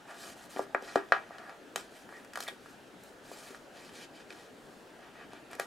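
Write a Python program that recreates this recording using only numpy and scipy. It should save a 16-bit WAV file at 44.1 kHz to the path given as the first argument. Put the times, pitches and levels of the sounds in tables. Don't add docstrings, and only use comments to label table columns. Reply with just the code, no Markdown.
import sys
import numpy as np
from scipy import signal
from scipy.fft import rfft, irfft
from scipy.io import wavfile
from scipy.ndimage import uniform_filter1d

SR = 44100
rng = np.random.default_rng(int(sys.argv[2]) if len(sys.argv) > 2 else 0)


def to_wav(sig):
    pcm = np.clip(np.atleast_2d(sig), -1, 1) * 32767
    pcm = np.round(pcm).astype(np.int16)
    wavfile.write(sys.argv[1], SR, pcm.T)


N = 249606

# frequency in Hz, relative level in dB per Hz.
AIR_SPECTRUM = [(12, -43), (20, -8), (65, -14.5), (268, 2), (443, 0.5), (843, -3.5), (1080, -10),
                (1350, -6.5), (1600, -6), (2240, -14.5), (2650, -13), (5620, -22.5), (6840, -23),
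                (11300, -29), (15800, -38)]
AIR_DB = -53.5
# frequency in Hz, correlation from 0 to 1.
AIR_LIKENESS = [(60, 0.99), (180, 0.77), (550, 0.88), (1650, 0.53), (4970, 0.76), (15000, 0.98)]

# start in seconds, length in seconds, body of the rustle in dB,
# hiss in dB, hiss brightness in dB per octave.
STROKES = [(0.058, 0.15, -50.5, -59.5, -6.5), (0.14, .24, -56.5, -53, -5), (0.335, 0.17, -63, -61.5, -4),
           (0.481, 0.11, -60.5, -55.5, -3.5), (0.558, 0.11, -64, -58, -4), (0.796, 0.24, -56, -54.5, -8.5),
           (0.96, .1, -53, -62, -28), (1.276, 0.33, -53.5, -69, -9), (1.88, 0.23, -70, -64, -4.5),
           (2.073, 0.22, -63.5, -69, -2), (2.325, 0.2, -61, -59, -11), (2.578, 0.25, -90, -66.5, -2.5),
           (2.965, 0.21, -94, -66.5, -4), (3.191, 0.48, -61.5, -57, -4), (3.687, 0.31, -63.5, -61, -8),
           (3.911, 0.18, -61.5, -54.5, -8.5), (4.121, 0.14, -67, -60, -11),
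           (4.256, 0.27, -64.5, -62.5, -7.5), (4.485, 0.55, -73, -74, -2), (4.979, 0.18, -61, -70.5, -17),
           (5.121, 0.16, -57.5, -62.5, -21), (5.291, 0.14, -60, -59.5, -20), (5.487, 0.11, -57.5, -61, -10),
           (5.578, 0.068, -46, -59.5, -3)]
STROKE_RISE, STROKE_FALL = 0.29, 0.47
# frequency in Hz, relative level in dB per Hz.
RUSTLE_BODY = [(250, -37), (600, 7), (1200, 9), (1900, 7.5), (2600, -14), (4000, -39.5)]
STUTTER_DB, STUTTER_FRAMES = 1.5, 16
FIBRE_RATE_HZ = 6000

# start in seconds, flap of the sheet in dB, thud on the desk in dB,
# pop of the fold in dB, crack of the glue in dB, crack brightness in dB per octave.
SNAPS = [(0.236, -57, -55, -33.5, -47, -11), (0.562, -27, -23.5, -48, -43, -13),
         (0.57, -28.5, -44, -26.5, -57, -6), (0.593, -14, -19.5, -35, -64, -13),
         (0.747, -16, -18.5, -9.5, -46, -22), (0.823, -34, -29.5, -49, -50, -3),
         (0.957, -10, -10, -11, -34, -11), (1.087, -51, -52, -47, -54, -12),
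         (1.121, -13.5, -28, 0.8, -25.5, -17.5), (1.291, -51, -56, -45, -60, -14),
         (1.307, -37, -58, -34, -70, -3), (1.383, -45, -58, -31, -46.5, -13),
         (1.494, -51, -57, -28.5, -48.5, -12.5), (1.759, -24.5, -29, -18, -26.5, -6),
         (2.09, -50, -62, -33, -56, -4), (2.125, -46, -56, -32.5, -66, -1),
         (2.247, -53, -53, -37, -51.5, -1), (2.334, -59, -63, -31, -44, -3.5),
         (2.356, -51, -54, -19.5, -36.5, -5.5), (2.373, -29, -66, -19, -37.5, -4),
         (2.388, -38, -57, -44, -47, -5), (2.404, -37, -60, -25, -31, -3),
         (2.425, -56, -52, -36, -37.5, -6), (2.436, -50, -60, -48, -38, 0.5),
         (2.479, -43, -47, -26, -38.5, -1), (2.484, -28, -45, -33, -37, -10),
         (2.659, -48, -58, -34, -55, -14), (3.036, -62, -62, -66, -43, 5),
         (3.315, -31.5, -34, -54, -48, 11), (3.505, -43, -32.5, -44, -53, -14),
         (3.546, -49, -44, -31, -50, -14), (4.304, -52, -35.5, -37, -41, -14),
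         (4.325, -54, -33, -42, -45, -12.5), (4.991, -46, -55, -40, -60, -12),
         (5.333, -33, -36.5, -51, -51, -8), (5.513, -62, -58, -39, -46, 5),
         (5.531, -35.5, -50, -31, -46, -7), (5.551, -56, -48, -37, -45, -2),
         (5.597, -19.5, -53, -15, -29.5, -4)]
# nominal frequency in Hz, width in cycles,
# start after the onset in seconds.
SWINGS = [(740, .75, 0), (350, .8, 0), (1550, .95, .0005)]
CRACK_S = 0.003
FLUTTER_BODY_DB, FLUTTER_HISS_DB = -33, -19.5
FLUTTER_RISE_S, FLUTTER_T60_S = 0.0061, 0.28

# start in seconds, length in seconds, centre in Hz, level before the fade in dB.
EDGE_RASPS = [(2.128, 0.078, 1900, -49), (2.466, .045, 2000, -41.5), (2.477, .022, 3460, -37.5)]

# frequency in Hz, gain in dB.
NEAR_COLOUR = [(40, -36), (120, -22.5), (330, -2), (2000, -4.5), (2600, -3.5), (9000, -1), (13000, -5.5),
               (15800, -16)]
# frequency in Hz, relative level in dB, T60 in seconds.
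DESK_MODES = [(290, -6, .2), (395, 0, .2), (560, -6, .15), (684, 0, .16), (792, 0, .16), (885, -5, .16),
              (1005, -2, .14), (1178, -3, .15), (1252, -1, .15), (1315, -3, .15), (1383, -3, .15),
              (1435, -4, .16), (1650, 2, .16), (1895, 0, .17), (1992, -7, .15), (2160, -9, .12),
              (2430, -9, .1)]
DESK_DB = -4
# delay in seconds, level before dulling in dB.
NEAR_ECHOES = [(.0012, -8), (.0016, -5), (.0042, -11), (.0084, -15)]
ECHO_DULL_HZ = 3260
# frequency in Hz, T60 in seconds, level in dB.
WALL_TAIL = [(250, .26, -11), (700, .2, -10), (1800, .19, -8), (3000, .15, -7), (6000, .13, -8),
             (12000, .1, -11)]
# frequency in Hz, left minus right in dB.
PORT_BALANCE = [(60, -2.5), (240, 3.5), (950, 0.5), (3770, 0.5), (15000, -0.5)]
BAND_EDGE_HZ = 15900


def gain_of(db):
    return 10 ** (np.asarray(db) / 20)


def evened(x):
    return x / np.sqrt(np.mean(x ** 2) + 1e-20)


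def read(points, hz):
    f, value = np.transpose(points)
    return np.interp(np.log(hz + 1), np.log(f + 1), value)


def add(mix, s, sound):
    part = mix[round(s * SR):][:len(sound)]
    part += sound[:len(part)]


def tilt(hz, slope_db):
    slope = gain_of(slope_db * np.log2(np.maximum(hz, 2600) / 6000))
    return slope / (1 + (2200 / (hz + 1)) ** 4)


def air():
    frames, hz = N // 256 + 5, np.fft.rfftfreq(1024, 1 / SR)
    a, b, c, d, patches = rng.standard_normal((frames, 513, 5)).T
    patches = uniform_filter1d(patches, 8, 0)
    patches = evened(uniform_filter1d(patches, 14, 1))
    same = np.clip(read(AIR_LIKENESS, hz), -1, 1)[:, None]
    left, other = a + 1j * b, c + 1j * d
    z = np.array([left, same * left + np.sqrt(1 - same ** 2) * other])
    z *= gain_of(read(AIR_SPECTRUM, hz)[:, None] + 1.4 * patches)
    noise = signal.istft(z, nperseg=1024, noverlap=768)[1][:, :N]
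    return gain_of(AIR_DB) * evened(noise)


def rustles(t):
    for s, length, body_db, hiss_db, slope_db in STROKES:
        u = (t - s) / length
        ramp = np.clip(np.minimum(u / STROKE_RISE, (1 - u) / STROKE_FALL), 0, 1)
        arch = np.sin(np.pi / 2 * ramp) ** 2
        yield arch, gain_of(body_db), gain_of(hiss_db), slope_db
    for s, flap_db, _, pop_db, crack_db, slope_db in SNAPS:
        rise = np.clip((t - s) / FLUTTER_RISE_S, 0, 1)
        dying = rise * gain_of(-60 * np.maximum(t - s, 0) / FLUTTER_T60_S)
        body = np.hypot(*gain_of([flap_db, pop_db])) * gain_of(FLUTTER_BODY_DB)
        yield dying, body, gain_of(crack_db + FLUTTER_HISS_DB), slope_db


def slide():
    sizes = gain_of(3.2 * np.minimum(rng.exponential(1, N), 5))
    fibres = sizes * (rng.random(N) < FIBRE_RATE_HZ / SR) * rng.choice([-1., 1.], N)
    grit = evened(fibres) + 1.14 * rng.standard_normal(N)
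    hz, t, z = signal.stft(grit, SR, nperseg=256, noverlap=192)
    patches = uniform_filter1d(rng.standard_normal(z.shape), 6, 0)
    patches = evened(uniform_filter1d(patches, 30, 1))
    body = evened(gain_of(read(RUSTLE_BODY, hz)))
    power = 0
    for envelope, low, high, slope_db in rustles(t):
        spectrum = low * body + high * evened(tilt(hz, slope_db))
        power = power + np.outer(spectrum ** 2, envelope ** 2)
    stutter = evened(uniform_filter1d(rng.standard_normal(len(t)), STUTTER_FRAMES))
    shape = np.sqrt(power) * gain_of(1.5 * patches + STUTTER_DB * stutter)
    return signal.istft(z * shape, SR, nperseg=256, noverlap=192)[1][:N]


def swing(hz, cycles):
    u = np.linspace(-1.3, 1.3, round(2.6 * cycles * SR / hz)) * cycles
    swell = 1 / np.cosh(u / (0.43 * cycles)) - 1 / np.cosh(u[0] / (0.18 * cycles))
    return np.cos(2 * np.pi * u + 0.2) * swell


def snaps():
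    out, t, hz = np.zeros(N), np.arange(1024) / SR, np.fft.rfftfreq(1024, 1 / SR)
    grit = rng.standard_normal((len(SNAPS), 1024))
    detune = rng.uniform(0.79, 1.128, (len(SNAPS), 3))
    crack_envelope = np.minimum(t / 0.00011, 1) / (1 + (t / CRACK_S) ** 4)
    for (s, *swing_db, crack_db, slope_db), noise, factors in zip(SNAPS, grit, detune):
        for db, (f, cycles, late), factor in zip(swing_db, SWINGS, factors):
            add(out, s + late, gain_of(db) * swing(f * factor, cycles))
        burst = evened(irfft(rfft(noise) * tilt(hz, slope_db))) * crack_envelope
        add(out, s + 0.00037, gain_of(crack_db) * burst)
    return out


def rasps():
    out = np.zeros(N)
    for (s, length, hz, db), noise in zip(EDGE_RASPS, rng.standard_normal((len(EDGE_RASPS), 8000))):
        band_filter = signal.butter(2, [hz - 200, hz + 200], "band", fs=SR, output="sos")
        band = evened(signal.sosfilt(band_filter, noise))
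        size = min(round(length * SR), 8000)
        fade = signal.windows.tukey(size, .2) * np.linspace(1, .3, size)
        add(out, s, gain_of(db) * band[-size:] * fade)
    return out


def room():
    size, spacing = SR // 2, 20
    t, taps, near = np.arange(size) / SR, np.zeros((2, size)), np.zeros(size)
    jitter = rng.integers(0, spacing, (2, (size - 201) // spacing))
    at = np.arange(200, size - spacing, spacing) + jitter
    np.put_along_axis(taps, at, rng.choice([-1., 1.], at.shape), 1)
    taps[1] = -.2 * taps[0] + .98 * taps[1]
    hz, frame_s, z = signal.stft(taps, SR, nperseg=256)
    f, t60, db = np.transpose(WALL_TAIL)
    fall = gain_of(-60 * frame_s / read([*zip(f, t60)], hz)[:, None])
    energy = 64 / spacing * 2 * (fall ** 2).sum(1, keepdims=True)
    fall *= gain_of(read([*zip(f, db)], hz))[:, None] / np.sqrt(energy)
    tail = signal.istft(z * fall, SR, nperseg=256)[1][:, :size]
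    phases = np.outer(rng.standard_normal(len(DESK_MODES)), [.4, -.4])[..., None]
    ring = 0
    for (f, db, t60), phase in zip(DESK_MODES, phases):
        ring = ring + gain_of(db - 60 * t / t60) * np.cos(2 * np.pi * f * t + phase)
    ring *= np.minimum(t / 0.0012, 1)
    for s, db in NEAR_ECHOES:
        near[round(s * SR)] = gain_of(db)
    echoes = signal.lfilter(*signal.butter(1, ECHO_DULL_HZ, fs=SR), near)
    out = tail + echoes + gain_of(DESK_DB) * ring / np.sqrt(SR)
    out[:, 0] += 1
    return out


def scene():
    paper = snaps() + slide() + rasps()
    colour = gain_of(read(NEAR_COLOUR, np.fft.rfftfreq(N, 1 / SR)))
    paper = irfft(rfft(paper) * colour, N)
    return signal.oaconvolve(paper[None], room(), axes=1)[:, :N] + air()


def record(dry):
    lean = gain_of(np.outer([.5, -.5], read(PORT_BALANCE, np.fft.rfftfreq(N, 1 / SR))))
    heard = irfft(rfft(dry) * lean, N)
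    low_pass = signal.firwin(511, BAND_EDGE_HZ, window=("kaiser", 9), fs=SR)
    return signal.oaconvolve(heard, low_pass[None], "same")


dry = scene()
out = record(dry)
to_wav(out)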